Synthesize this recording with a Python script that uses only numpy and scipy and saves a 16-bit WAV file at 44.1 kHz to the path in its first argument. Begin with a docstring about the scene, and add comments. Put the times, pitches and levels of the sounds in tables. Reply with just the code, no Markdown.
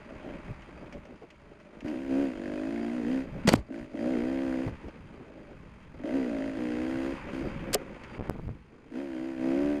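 """Two-stroke dirt bike on a trail

A two-stroke dirt bike on a wooded trail, heard at a microphone on the rider's helmet.
Throttle bursts pass firing pulses through exhaust resonances; between them noise sputters and rattles.
Damped modes thud for bumps and knocks, short filtered noise makes twigs tick and branches scrape,
steep pressure spikes crack on the helmet, and low noise buffets while gusts pop on the microphone."""
import sys
import numpy as np
from scipy import signal
from scipy.fft import rfft, irfft
from scipy.io import wavfile
from scipy.ndimage import uniform_filter1d

SR = 44100
rng = np.random.default_rng(int(sys.argv[2]) if len(sys.argv) > 2 else 0)


def unload_audio(sound):
    """Save the sound as a 16-bit wav file, at the path given as the first command line argument."""
    columns = np.transpose(np.atleast_2d(sound))
    # keep every value between -1 and 1, then stretch to whole-number steps
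    steps = np.round(np.clip(columns, -1, 1) * 32767)
    wavfile.write(sys.argv[1], SR, steps.astype(np.int16))


N = 432180
TIME = np.arange(N) / SR


def amp(db):
    """Decibel law: level in dB to amplitude gain."""
    return 10 ** (np.asarray(db) / 20)


def unit(x):
    """Power normalisation: scales to rms 1."""
    return x / np.sqrt(np.mean(x ** 2) + 1e-20)


def steady(x):
    """Short-time power normalisation: evens out the slow level but keeps the single pulses."""
    power = uniform_filter1d(uniform_filter1d(x ** 2, size=2600), size=2600)
    return x / np.sqrt(np.abs(power) + 1e-12)


def blend(a, b, share):
    """Linear interpolation from a to b as the share goes from 0 to 1."""
    return a + (b - a) * share


def curves(rows):
    """Piecewise linear interpolation of rows (s, values): one curve a column."""
    s, *columns = rows[np.argsort(rows[:, 0])].T
    return [np.interp(TIME, s, c) for c in columns]


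def add(mix, s, sound):
    """Superposition: mixes a sound in at time s."""
    part = mix[max(round(s * SR), 0):][:len(sound)]
    part += sound[:len(part)]


def wander(per_s):
    """Random modulation: straight lines between per_s random values a second, rms 1."""
    return unit(np.interp(TIME * per_s, np.arange(N), rng.standard_normal(N)))


def colour(x, points, tilt_db=0, size=4096):
    """Minimum-phase filtering: a causal response of given spectrum, tilted in dB per octave above 512 Hz."""
    octaves = np.log2(np.abs(np.fft.fftfreq(size, 1 / SR)) + 1)
    hz, db = np.transpose(points)
    treble = np.maximum(octaves - 9, 0)
    log_gain = np.log(amp(np.interp(octaves, np.log2(hz), db) + tilt_db * treble))
    # the Hilbert transform of the log gain gives the minimum phase
    ring = np.fft.ifft(np.exp(np.conj(signal.hilbert(log_gain)))).real
    return signal.oaconvolve(x, ring)[:len(x)]


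def resonate(x, hz, width_hz):
    """Simple resonance: one fixed damped mode of gain 1 at its centre."""
    pole = np.exp((2j * hz - width_hz) * np.pi / SR)
    return 2 * signal.lfilter([1 - abs(pole)], [1, -pole], x + 1e-18).real


def slide(x, hz, width_hz):
    """Heterodyne filtering: a resonance of gain 1 whose centre follows a curve."""
    turn = np.exp(2j * np.pi * np.cumsum(hz) / SR)
    r = np.exp(-np.pi * width_hz / SR)
    baseband = signal.lfilter([1 - r], [1, -r], x / turn + 1e-18)
    return 2 * (turn * baseband).real


def disperse(x, echoes):
    """All-pass reverberation: waves bounce to and fro, spreading each pulse but keeping its spectrum."""
    spectrum, hz = rfft(x), np.fft.rfftfreq(N, 1 / SR)
    for trip_s, share in echoes:
        delay = np.exp(-2j * np.pi * hz * trip_s)
        back = np.clip(share, 0, .85)
        spectrum = spectrum * (delay - back) / (1 - back * delay)
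    return irfft(spectrum, N)


# Crank speed. Each row: time in seconds, firings per second.
CRANK_SPEED = [(0, 67), (1.818, 49), (1.87, 78), (1.911, 76), (1.952, 61), (2.0, 67.5), (2.121, 66),
               (2.21, 70.5), (2.27, 66.5), (2.32, 60), (2.36, 47.3), (2.42, 48), (2.499, 50), (2.65, 53.5),
               (2.74, 57.3), (2.88, 58), (2.97, 62.5), (3.036, 56.3), (3.12, 65.4), (3.21, 66.5),
               (3.301, 54), (3.68, 51), (3.84, 62), (3.931, 50), (4.0, 57), (4.114, 66.5), (4.175, 57.3),
               (4.29, 66), (4.4, 67), (4.549, 64.3), (4.7, 67), (5.979, 41), (6.032, 46.4), (6.081, 58),
               (6.16, 70), (6.218, 64), (6.3, 57.5), (6.391, 53), (6.44, 55), (6.55, 52.3), (6.605, 62),
               (6.723, 59.8), (6.92, 66), (6.97, 65.3), (7.049, 67.2), (7.551, 65), (8.88, 48.7),
               (8.999, 70), (9.059, 69), (9.16, 62.8), (9.28, 66.7), (9.381, 64), (9.5, 66), (9.599, 71),
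               (9.699, 73.3), (9.8, 72.3)]
# Overrun with the throttle shut, louder the faster the bike rolls.
# Each row: time in seconds, relative sputter level in dB.
COAST_LEVEL = [(0, -51.5), (0.371, -47), (0.599, -51.5), (.95, -52.5), (1.25, -58.5), (1.78, -56),
               (2.499, -50), (3.33, -50.5), (3.45, -45), (3.659, -59.5), (4.648, -48), (5.049, -55),
               (5.949, -55), (7.15, -41.5), (7.679, -44.5), (7.898, -49.5), (8.25, -45), (8.36, -53),
               (8.6, -59.5), (8.88, -60)]
# unevenness of combustion (0-1): shut, pulling cleanly, and added per Hz below the clean speed
ROUGH_SHUT, ROUGH_PULLING, LUG_PER_HZ, CLEAN_HZ = .62, .11, .002, 64
COAST_BARK_DB, COAST_HEAT = -1.5, 0.51
# mechanical noise grows more slowly than the exhaust (slope in dB per dB)
COAST_RATTLE_DB, LOAD_RATTLE_DB, RATTLE_SLOPE = -9, -33, 0.63
# the drive goes taut under load and rattles less
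PULL_RATTLE_DB = -4
# hiss relative to rattle; off the throttle its share falls as the overrun grows louder than the pivot
COAST_HISS_DB, LOAD_HISS_DB, HISS_SLOPE, HISS_PIVOT_DB = -14, -8.5, 0.31, -47.5


def engine(burble_db=3.5, burble_per_s=22):
    """Two-stroke cycle: one firing and puff of gas a turn; throttle makes it louder, cleaner and brighter."""
    hz, = curves(np.array(CRANK_SPEED))
    coast_db, = curves(np.array(COAST_LEVEL))
    drive, bark_db, heat = throttle()
    coast = amp(coast_db + burble_db * wander(burble_per_s))
    level = np.hypot(drive, coast)
    load = (drive / level) ** 2
    rough_pulling = ROUGH_PULLING + LUG_PER_HZ * np.maximum(CLEAN_HZ - hz, 0)
    rough = np.clip(blend(ROUGH_SHUT, rough_pulling, load), 0, 1)

    turns = np.cumsum(hz) / SR
    pulses = firings(turns, rough)
    # gas flow decays after each firing, more evenly spread when combustion is rough
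    port = .6 + (1 - .6 * rough) * np.exp(-(turns % 1) / .3)
    puffs = unit(port * rng.standard_normal(N))

    clatter = np.hypot(amp(coast_db + COAST_RATTLE_DB), amp(LOAD_RATTLE_DB) * drive ** RATTLE_SLOPE)
    coast_hiss_db = COAST_HISS_DB - HISS_SLOPE * (coast_db - HISS_PIVOT_DB)
    bright_db = blend(coast_hiss_db, LOAD_HISS_DB, load)
    taut_db = PULL_RATTLE_DB * load
    share_db = blend(COAST_BARK_DB, bark_db, load)
    gas_heat = blend(COAST_HEAT, heat, load)
    # subtracting taut_db leaves the hiss unchanged as the rattle drops
    return (exhaust(pulses, puffs, rough, level, share_db, gas_heat, hz)
            + machinery(pulses, puffs, rough, clatter * amp(taut_db), bright_db - taut_db)
            + buzz(turns, hz, clatter * load)
            + crackle(turns, hz, clatter * load))


# Twists of the throttle. Each row: opening in seconds, shutting in seconds, relative exhaust level in dB,
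# attack time constant in seconds, power share of the pipe's upper bark in dB, gas heat from 0 to 1.
THROTTLE_TWISTS = [ (1.847, 1.968, -38, 0.0045, -7.5, 0.54), (1.962, 2.1, -42.5, 0.022, -6, 0.43),
                   (2.106, 2.277, -30.5, 0.016, -6.5, 0.35), (2.368, 2.683, -38, 0.057, -3.5, 0.56),
                   (2.68, 3.055, -37, 0.034, -9, 0.37), (3.072, 3.21, -31.5, 0.024, -7, 0.08),
                   (3.725, 3.836, -41.5, 0.01, -5, 0.48), (3.997, 4.156, -31, 0.029, -3, 0.44),
                   (4.15, 4.669, -34.5, 0.012, -4.5, 0.43), (6.04, 6.054, -35, 0.007, -2, 0.6),
                   (6.069, 6.115, -34, 0.0087, -1, 0.56), (6.146, 6.167, -24, 0.012, -6.5, 0.26),
                   (6.196, 6.516, -35.5, 0.011, -3, 0.1), (6.561, 7.141, -36, 0.02, -5, 0.54),
                   (7.32, 7.489, -40.5, 0.016, -7, 0.47), (8.943, 9.035, -38.5, .011, -5, 0.38),
                   (9.078, 9.338, -38.5, 0.056, -7, 0.63), (9.411, 9.786, -31, 0.029, -5.5, 0.53), ]
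RELEASE_S, SAG_DB_PER_S = 0.023, 1.5  # every twist eases off slowly, then closes


def throttle():
    """Envelope superposition: summed amplitude of all twists, with their weighted mean bark and heat."""
    start, shut, db, attack, bark_db, heat = np.transpose(THROTTLE_TWISTS)[:, :, None]
    t = TIME[::32]
    opening = .5 * (1 + np.tanh((t - start) / (2 * attack)))
    closing = .5 * (1 - np.tanh((t - shut) / (2 * RELEASE_S)))
    sagging_db = db - SAG_DB_PER_S * (t - (start + shut) / 2)
    weight = opening * closing * amp(sagging_db) + 1e-12
    total = weight.sum(0)
    mean_bark_db = (weight * bark_db).sum(0) / total
    mean_heat = (weight * heat).sum(0) / total
    return [np.interp(TIME, t, c) for c in (total, mean_bark_db, mean_heat)]


def firings(turns, rough, spread_db=.25, rough_spread_db=5, slip=.22):
    """Periodic impulse train: one pulse a turn, uneven in size and timing when combustion is poor."""
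    at = np.flatnonzero(np.diff(np.floor(turns)) > 0)
    size, late = rng.standard_normal((len(at), 2)).T
    place = at + slip * rough[at] ** 2 * late * np.gradient(at)
    pulses = np.zeros(N)
    size_db = size * (spread_db + rough_spread_db * rough[at] ** 2)
    pulses[np.clip(place, 0, N - 1).astype(int)] = amp(size_db)
    return pulses


# Spectrum of the bark above the boom. Each row: frequency in Hz, relative level in dB per Hz.
BARK_COLOUR = [(220, -22.5), (345, 13), (392, 1.5), (440, 6), (510, 0.5), (590, 2), (650, 2), (750, -7),
               (900, -20.5), (1100, -26), (2000, -23), (5000, -63)]
# Spectrum of the low sputter off the throttle. Each row: frequency in Hz, relative level in dB per Hz.
SPUTTER_COLOUR = [(50, -25.5), (130, -11.5), (220, 4), (300, -3), (400, 5), (550, -36), (1000, -54.5)]
# Upper exhaust resonance, sliding with throttle and gas heat. Each row: time in seconds, centre in Hz.
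HONK_CENTRE = [(1.88, 593), (2.05, 534), (2.45, 555), (2.68, 593), (2.78, 685), (2.9, 675), (3.04, 455),
               (3.13, 520), (3.72, 589.7), (3.96, 585.4), (4.11, 538), (4.179, 427), (4.29, 538),
               (4.65, 530), (6.04, 515), (6.085, 597), (6.17, 503), (6.27, 460), (6.3, 585), (6.39, 600),
               (6.56, 597), (6.6, 494), (6.72, 469), (6.92, 520), (7.4, 549), (8.96, 466), (9.0, 557),
               (9.5, 537), (9.7, 593)]
# Echoes in the pipe that smear each pulse. Each row: round trip in seconds, share reflected.
PIPE_BOUNCES = [(.0019, 0.74), (.0036, 0.43)]
HONK_DB, HONK_WIDTH_HZ = 3, 50
STROKE_DB = 1.1  # random spread from stroke to stroke
PUTTER_DB, PUTTERS_PER_S = 6, 55


def exhaust(pulses, puffs, rough, level, share_db, heat, hz, pipe_db=5.0, bark_db=0):
    """Source and resonator: pulses boom in the pipe, with bark and one moving honk above; rough adds sputter."""
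    share = np.clip(amp(share_db) ** 2, 0, .8)
    clean_boom = in_tune(pipe(pulses, heat), hz, level)
    sputter = unit(colour(puffs, SPUTTER_COLOUR))
    boom = steady((1 - rough) * clean_boom + rough * sputter)

    fronts = disperse(pulses * amp(STROKE_DB * rng.standard_normal(N)), PIPE_BOUNCES)
    clean_bark = steady(colour(fronts, BARK_COLOUR))
    breath = unit(colour(puffs, BARK_COLOUR))
    bark = steady((1 - rough) * clean_bark + rough * breath)
    honk = steady(slide(bark, curves(np.array(HONK_CENTRE))[0], HONK_WIDTH_HZ))
    bark = steady(steady(ground_echo(bark)) + amp(HONK_DB) * (1 - rough) * honk)

    putter = amp(PUTTER_DB * rough ** 2 * wander(PUTTERS_PER_S))
    low = amp(pipe_db) * np.sqrt(1 - share) * boom
    high = amp(bark_db) * np.sqrt(share) * bark
    return level * putter * (low + high)


# Spectrum of the cool exhaust chamber. Each row: frequency in Hz, relative level in dB per Hz.
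PIPE_COLOUR = [(40, -52), (85, -20), (108, -11.5), (145, -29.5), (172, -16.5), (198, -0.5), (215, 1),
               (232, 9), (265, 16.5), (310, 8.5), (352, -15), (390, -20.5), (470, -16), (700, -17),
               (1500, -74)]


def pipe(pulses, heat, hot_ratio=1.159):
    """Speed of sound in hot gas: it rises with heat, and the chamber's resonance moves up."""
    cool = colour(pulses, PIPE_COLOUR)
    hot = colour(pulses, np.array(PIPE_COLOUR) * [hot_ratio, 1])
    return steady(blend(cool, hot, np.clip(heat, 0, 1)))


# the chamber comes into tune at high revs on a wide throttle
TUNED_FROM_HZ, TUNED_SPAN_HZ, TUNED_WIDTH_HZ, FLAT_OUT_DB = 68, 3, 65, -30


def in_tune(boom, hz, level, order=4):
    """Harmonic locking: flat out, the chamber favours one multiple of the firing rate and sounds lean."""
    fast = np.clip((hz - TUNED_FROM_HZ) / TUNED_SPAN_HZ, 0, 1)
    wide_open = np.minimum(level / amp(FLAT_OUT_DB), 1) ** 2
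    return steady(blend(boom, slide(boom, order * hz, TUNED_WIDTH_HZ), fast * wide_open))


# mean delay and sway in s, share reflected
GROUND_S, GROUND_SWAY_S, GROUND_SHARE, SWAYS_PER_S = .0052, .00035, .5, 4


def ground_echo(x):
    """Comb interference: a reflection's path changes as the rider moves, so overtones swell and fade."""
    delay = GROUND_S + GROUND_SWAY_S * uniform_filter1d(wander(SWAYS_PER_S), size=4000)
    return x + GROUND_SHARE * np.interp(TIME - delay, TIME, x)


# Echoes in the pipe wall that smear each pulse. Each row: round trip in seconds, share reflected.
WALL_BOUNCES = [(.00053, 0.7), (.00091, 0.8), (.00147, .6), (.00231, 0.61)]
# Spectrum of the pipe wall's ring under load. Each row: frequency in Hz, relative level in dB per Hz.
RASP_SPECTRUM = [(500, -29), (850, 12), (1000, 11), (1250, 4.5), (1490, 7.5), (1710, 7), (1880, 8),
                 (2020, 9), (2200, 0.5), (2530, 14), (3100, 0.5), (3600, -17), (4500, -49.5), (9000, -65.5)]
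# Spectrum of the slack chain's rattle. Each row: frequency in Hz, relative level in dB per Hz.
RATTLE_SPECTRUM = [(350, -33), (620, -19), (830, 6), (1100, 4.5), (1400, 3), (1750, 0), (2300, 2.5),
                   (3000, -13), (3600, -19), (4500, -44.5), (9000, -101.5)]
# Spectrum of the mechanical hiss. Each row: frequency in Hz, relative level in dB per Hz.
HISS_SPECTRUM = [(2800, -12), (3900, -6), (4300, -6), (4720, -6.5), (5100, -7), (5600, -15.5), (6100, -8),
                 (6450, -13.5), (6950, -7), (7500, -19.5), (9200, -12.5), (10500, -24.5), (13500, -29),
                 (15500, -52)]
GRIT_S, GRIT_SHARE = .0022, .6  # decay of the noise after each stroke, and its share


def machinery(pulses, puffs, rough, clatter, bright_db, rattle_db=4.5, hiss_db=0, slap_db=1.5):
    """Structure-borne sound: firings rasp in the pipe wall under load; a slack chain rattles off it."""
    strokes = pulses * amp(STROKE_DB * rng.standard_normal(N))
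    grit_envelope = signal.lfilter([1], [1, -np.exp(-1 / (GRIT_S * SR))], strokes)
    grit = grit_envelope * rng.standard_normal(N)
    smeared = disperse(disperse(strokes, WALL_BOUNCES), PIPE_BOUNCES)
    clacks = steady(unit(smeared) + GRIT_SHARE * unit(grit))

    load = .96 * (1 - rough) ** 1.5
    rasp = np.sqrt(load) * steady(steady(colour(clacks, RASP_SPECTRUM)) + wall_ring(clacks))
    rattle = np.sqrt(1 - load) * unit(colour(puffs, RATTLE_SPECTRUM))
    hiss = steady(colour(load * clacks + puffs, HISS_SPECTRUM))
    level = clatter * amp(slap_db * rough * wander(90))
    return level * (amp(rattle_db) * (rasp + rattle) + amp(hiss_db + bright_db) * hiss)


# Sharpest modes of the pipe wall. Each row: frequency in Hz, relative level in dB.
WALL_RESONANCES = [(1510, -18), (1850, -14.5), (2130, -13.5), (2500, -6.5), (3150, -17), (4690, -21)]
WALL_WIDTH_HZ, FLARE_DB, FLARES_PER_S = 90, 4.5, 24


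def wall_ring(clacks, ring_db=0):
    """Modal superposition: the wall's modes flare and fade independently as the bike shakes."""
    total = 0
    for hz, db in WALL_RESONANCES:
        mode = resonate(resonate(clacks, hz, WALL_WIDTH_HZ), hz, 1000)
        total = total + amp(db) * unit(mode * amp(FLARE_DB * wander(FLARES_PER_S)))
    return amp(ring_db) * total


# Spectrum of the clean overtones. Each row: frequency in Hz, relative level in dB per Hz.
BUZZ_SPECTRUM = [(650, -25), (810, -1), (930, 0), (1120, -3), (1300, -10), (1520, -4), (1900, -6),
                 (2600, -11), (3600, -35)]
BUZZ_DB, BUZZ_DB_PER_HZ = -2, .3  # relative to the mechanical noise; growth with firing rate


def buzz(turns, hz, level):
    """Harmonic series: clean firing gives sharp overtones above the bark, stronger at high revs."""
    even = disperse(firings(turns, np.zeros(N)), PIPE_BOUNCES)
    overtones = steady(ground_echo(colour(even, BUZZ_SPECTRUM)))
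    return level * amp(BUZZ_DB + BUZZ_DB_PER_HZ * (hz - CLEAN_HZ)) * overtones


# Spectrum of the crackle at the port. Each row: frequency in Hz, relative level in dB per Hz.
CRACKLE_SPECTRUM = [(700, -32), (1400, 4), (2050, 5.5), (2600, -4.5), (3300, -7.5), (4000, -28),
                    (4750, -14.5), (5600, -33), (6900, -25.5), (11000, -60)]
# relative to the mechanical noise; growth as the firing rate falls; time from opening to peak
CRACKLE_DB, CRACKLE_DB_PER_HZ, CRACKLE_S = 1, .2, .0014


def crackle(turns, hz, level):
    """Jet turbulence: gas tears through the opening port, one burst a stroke, clearest when lugging."""
    age = (turns % 1) / hz / CRACKLE_S
    bursts = colour(age * np.exp(-age) * rng.standard_normal(N), CRACKLE_SPECTRUM)
    return level * amp(CRACKLE_DB + CRACKLE_DB_PER_HZ * (CLEAN_HZ - hz)) * unit(bursts)


# Single firings, stray while coasting and sharp as the engine catches.
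# Each row: start in seconds, peak level in dB.
LONE_FIRINGS = [(0.329, -50), (1.821, -36.5), (3.386, -35), (3.687, -39), (3.704, -30), (3.943, -26.5),
                (5.997, -36.5), (6.017, -38), (6.041, -26), (7.41, -32), (8.913, -40.5)]


def catches():
    """Impulse response: a lone full charge thumps the pipe."""
    out, pulse = np.zeros(N), signal.unit_impulse(SR // 20)
    thump = colour(pulse, PIPE_COLOUR) + .5 * colour(pulse, BARK_COLOUR)
    for s, db in LONE_FIRINGS:
        add(out, s, amp(db) * thump / np.abs(thump).max())
    return out


# Knocks on the helmet and bodywork. Each row: start in seconds, relative level in dB,
# frequency in Hz, 60 dB decay time in seconds.
BODY_KNOCKS = [(1.221, -50, 675, 0.11), (3.451, -18, 228, 0.19), (3.479, -4, 204, 0.037),
               (3.52, -7.5, 235, 0.019), (3.5385, 1, 270, 0.02), (7.749, -16.5, 421, 0.069),
               (7.752, -22.5, 726, 0.05), (8.2972, -17.5, 1170, 0.0097)]
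# Bumps through the chassis. Each row: start in seconds, relative level in dB, frequency in Hz.
CHASSIS_BUMPS = [(0.494, -33, 55), (0.953, -33, 64), (3.551, -18.5, 110.5), (3.585, -22, 60.5),
                 (4.664, -21, 115), (4.72, -28, 72.7), (4.852, -31, 87), (6.949, -31, 122),
                 (7.33, -33, 157.3), (7.559, -30, 150), (8.169, -34, 114.6), (8.423, -36, 58.2),
                 (8.468, -22.5, 86.5), (8.503, -27, 115), (9.641, -32, 160)]
BUMP_T60_S = 0.1


def blows(rise_cycles=0.42):
    """Damped free vibration: each knock or bump rings one heavily damped low mode."""
    out, t = np.zeros(N), TIME[:SR // 3]
    bumps = [(*bump, BUMP_T60_S) for bump in CHASSIS_BUMPS]
    for s, db, hz, t60 in [*BODY_KNOCKS, *bumps]:
        onset = 1 - np.exp(-t * hz / rise_cycles)
        add(out, s, -amp(db - 60 * t / t60) * np.sin(2 * np.pi * hz * t) * onset)
    return out


# Sharp cracks of sticks on the helmet. 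Each row: start in seconds, peak level of the spike in dB,
# spike time constant in seconds, rise time constant as a share of it.
STICK_CRACKS = [(3.48, -14.5, 0.0005, 0.17), (3.4907, -25, 0.00033, 0.11), (3.5387, -5.5, 0.00056, 0.2),
                (7.745, -14.5, 0.00005, .15), (8.2977, -34, 0.00021, .9)]
# Spectrum of the helmet shell when scraped or struck. Each row: frequency in Hz, relative level in dB per Hz.
SHELL_COLOUR = [(15, -71.5), (150, 12.5), (500, 15.5), (1500, 5.5), (2500, 1.5), (3000, 3.5), (3750, -4),
                (4500, 3), (5600, -6.5), (8500, -9.5), (11000, -21), (14500, -27), (17000, -64.5)]


def cracks(ring_db=-9):
    """Impact excitation: a stick's steep pressure spike on the shell, then the shell's short ring."""
    out, t = np.zeros(N), TIME[:SR // 30]
    for s, db, width, rise_share in STICK_CRACKS:
        spike = (t / width - 1) * np.exp(-t / width) * (1 - np.exp(-t / (rise_share * width)))
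        ring = colour(spike, SHELL_COLOUR)
        add(out, s, amp(db) * (spike / np.abs(spike).max() + amp(ring_db) * ring / np.abs(ring).max()))
    return out


# Branches dragging over the helmet. Each row: start in seconds, rms level over the length in dB,
# length in seconds, brightness in dB per octave.
BRANCH_SCRAPES = [(3.4725, -25, 0.0098, 1), (3.477, -23, 0.0036, 0), (3.4854, -17.5, 0.0084, 1.5),
                  (3.4889, -30, 0.0022, -14), (3.492, -31, 0.013, -0.5), (3.495, -36.5, 0.049, -0.5),
                  (3.521, -27.5, 0.019, -2), (3.533, -33.5, 0.004, 11), (3.551, -39, 0.012, 2),
                  (3.568, -57.5, 0.034, 1.5), (7.7297, -32.5, 0.006, 6.5), (7.736, -29, 0.012, 5),
                  (7.743, -21.5, 0.0049, 11.5), (7.747, -25.5, 0.011, -2), (8.2965, -45, 0.002, 16)]


def branches(grain_db=5):
    """Friction noise: leaves and twigs scrape the shell in short crunches of uneven grain."""
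    out, t = np.zeros(N), TIME[:SR // 12]
    for s, db, length, tilt_db in BRANCH_SCRAPES:
        noise, grain = rng.standard_normal((2, len(t)))
        stroke = np.minimum(4 * t / length, 1) * np.exp(-(t / length) ** 4)
        crunch = colour(noise * stroke * amp(grain_db * grain), SHELL_COLOUR, tilt_db)
        add(out, s, amp(db) * crunch * np.sqrt(length * SR / np.sum(crunch ** 2)))
    return out


# Bodywork juddering over rough ground. Each row: start in seconds, relative level in dB,
# length in seconds, frequency in Hz.
BODY_JUDDERS = [(0.811, -47, 0.061, 330), (0.965, -48.5, 0.019, 300), (1.087, -47.5, 0.071, 279),
                (1.212, -44.5, 0.041, 370), (1.518, -52, 0.012, 330), (3.555, -36, 0.035, 250),
                (4.674, -30.5, 0.014, 302), (4.836, -40.5, 0.021, 243), (4.878, -42.5, 0.021, 330),
                (5.109, -50, 0.087, 260), (5.192, -45, 0.043, 221), (5.494, -46.5, 0.048, 233)]


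def judders(width_hz=260):
    """Forced random vibration: rough ground shakes the bodywork in short dull bursts."""
    out, t = np.zeros(N), TIME[:SR // 6]
    for s, db, length, hz in BODY_JUDDERS:
        noise = rng.standard_normal(len(t))
        shake = unit(resonate(resonate(noise, hz, width_hz), hz, 2 * width_hz))
        add(out, s, amp(db) * shake * np.minimum(4 * t / length, 1) * np.exp(-(t / length) ** 4))
    return out


# Twigs and grit ticking against the bike. Each row: start in seconds, relative level in dB.
TWIG_TICKS = [(0.6198, -45), (0.925, -39), (0.9387, -49), (1.0524, -47.5), (1.1563, -54), (1.222, -60),
              (1.303, -43.5), (1.6, -50.5), (1.8052, -41), (1.854, -56), (1.88, -39.5), (1.907, -46),
              (3.788, -47), (4.883, -47), (8.0356, -40)]
# Spectrum of a tick. Each row: frequency in Hz, relative level in dB per Hz.
TICK_SPECTRUM = [(200, -5), (600, 1), (1300, -4), (2200, 6), (3100, 1), (3800, -13.5), (4700, -7.5),
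                 (6800, -14), (9500, -28), (14000, -39)]


def twigs(t60=0.06, rise_s=0.0005, tick_db=-5):
    """Exponential decay: small dry ticks of coloured noise die away quickly."""
    out, t = np.zeros(N), TIME[:SR // 10]
    for s, db in TWIG_TICKS:
        tick = unit(colour(rng.standard_normal(len(t)), TICK_SPECTRUM))
        add(out, s, amp(db + tick_db - 60 * t / t60) * tick * (1 - np.exp(-t / rise_s)))
    return out


# Air over the helmet. Each row: time in seconds, relative level in dB.
WIND_LEVEL = [(0, -53), (.35, -47.5), (0.68, -58), (0.95, -50.5), (1.28, -64), (1.419, -56.5), (1.7, -62.5),
              (2.1, -53.5), (2.999, -53.5), (3.4, -44.5), (3.721, -57.5), (4.2, -48), (5, -55), (6.6, -51),
              (7.7, -43), (7.98, -53.5), (8.451, -42.5), (8.731, -61.5), (9.249, -57.5), (9.7, -50)]
# Brief swells of buffeting. Each row: centre in seconds, relative level in dB.
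BUFFET_SWELLS = [(.51, -37.5), (.99, -52), (1.14, -55), (1.849, -43), (4.681, -35), (4.87, -37.5)]
# Spectrum of the buffeting. Each row: frequency in Hz, relative level in dB per Hz.
WIND_SPECTRUM = [(12, -6), (32, -2.5), (60, -1.5), (110, -7.5), (170, -3), (300, -16.5), (900, -65)]
BUFFET_S = 0.011


def wind(wind_db=2.0):
    """Turbulent pressure noise: lumpy low buffeting with a few brief swells."""
    level_db, = curves(np.array(WIND_LEVEL))
    swells = sum(amp(db) * np.exp(-((TIME - s) / BUFFET_S) ** 2) for s, db in BUFFET_SWELLS)
    lumps = amp(2 * wander(18))
    air = unit(colour(rng.standard_normal(N), WIND_SPECTRUM) * lumps)
    return amp(wind_db) * (amp(level_db) + swells) * air


# Gusts that block the microphone. Each row: shutting in seconds, opening in seconds,
# peak of the shutting pop in dB, peak of the opening pop in dB, sign of both pops.
MICROPHONE_GUSTS = [(8.184, 8.1923, -32, -26, 1), (8.1995, 8.2087, -24.5, -22, -1),
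                    (8.217, 8.224, -30, -25, 1), (8.2865, 8.292, -39, -26, 1),
                    (8.298, 8.3086, -16.5, -25, -1), (8.355, 8.36, -27, -28, -1),
                    (8.391, 8.396, -29, -24.5, -1), (8.482, 8.4914, -45, -26, -1)]
POP_RISE_S, POP_FALL_S = 0.00045, 0.00077


def gusts(sound, edge_s=.0006, choke_db=-26):
    """Microphone overload: a gust blocks it for milliseconds, with a one-sided pop at each edge."""
    pops, blocked, t = np.zeros(N), np.zeros(N), TIME[:SR // 100]
    pop = (1 - np.exp(-(t / POP_RISE_S) ** 2)) * np.exp(-t / POP_FALL_S)
    pop = pop / pop.max()
    for shuts, opens, shut_db, open_db, sign in MICROPHONE_GUSTS:
        add(pops, shuts - t[-1], np.sign(sign) * amp(shut_db) * pop[::-1])  # swells up to the shutting
        add(pops, opens, np.sign(sign) * amp(open_db) * pop)
        blocked[round(shuts * SR):round(opens * SR)] = 1
    choke = amp(choke_db * uniform_filter1d(blocked, size=round(edge_s * SR)))
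    return sound * choke + pops


def scene():
    """Superposition at one microphone, the same on both channels; gusts spare the branches and cracks."""
    choked = gusts(engine() + catches() + wind() + twigs() + judders() + blows())
    mono = choked + branches() + cracks()
    return np.array([mono, mono])


EDGE_HZ = 15300


def record(dry):
    """Band limitation: a linear-phase low-pass removes the highest treble."""
    low_pass = signal.firwin(511, EDGE_HZ, window=("kaiser", 9), fs=SR)
    return signal.oaconvolve(dry, low_pass[None], "same")


dry = scene()
out = record(dry)
unload_audio(out)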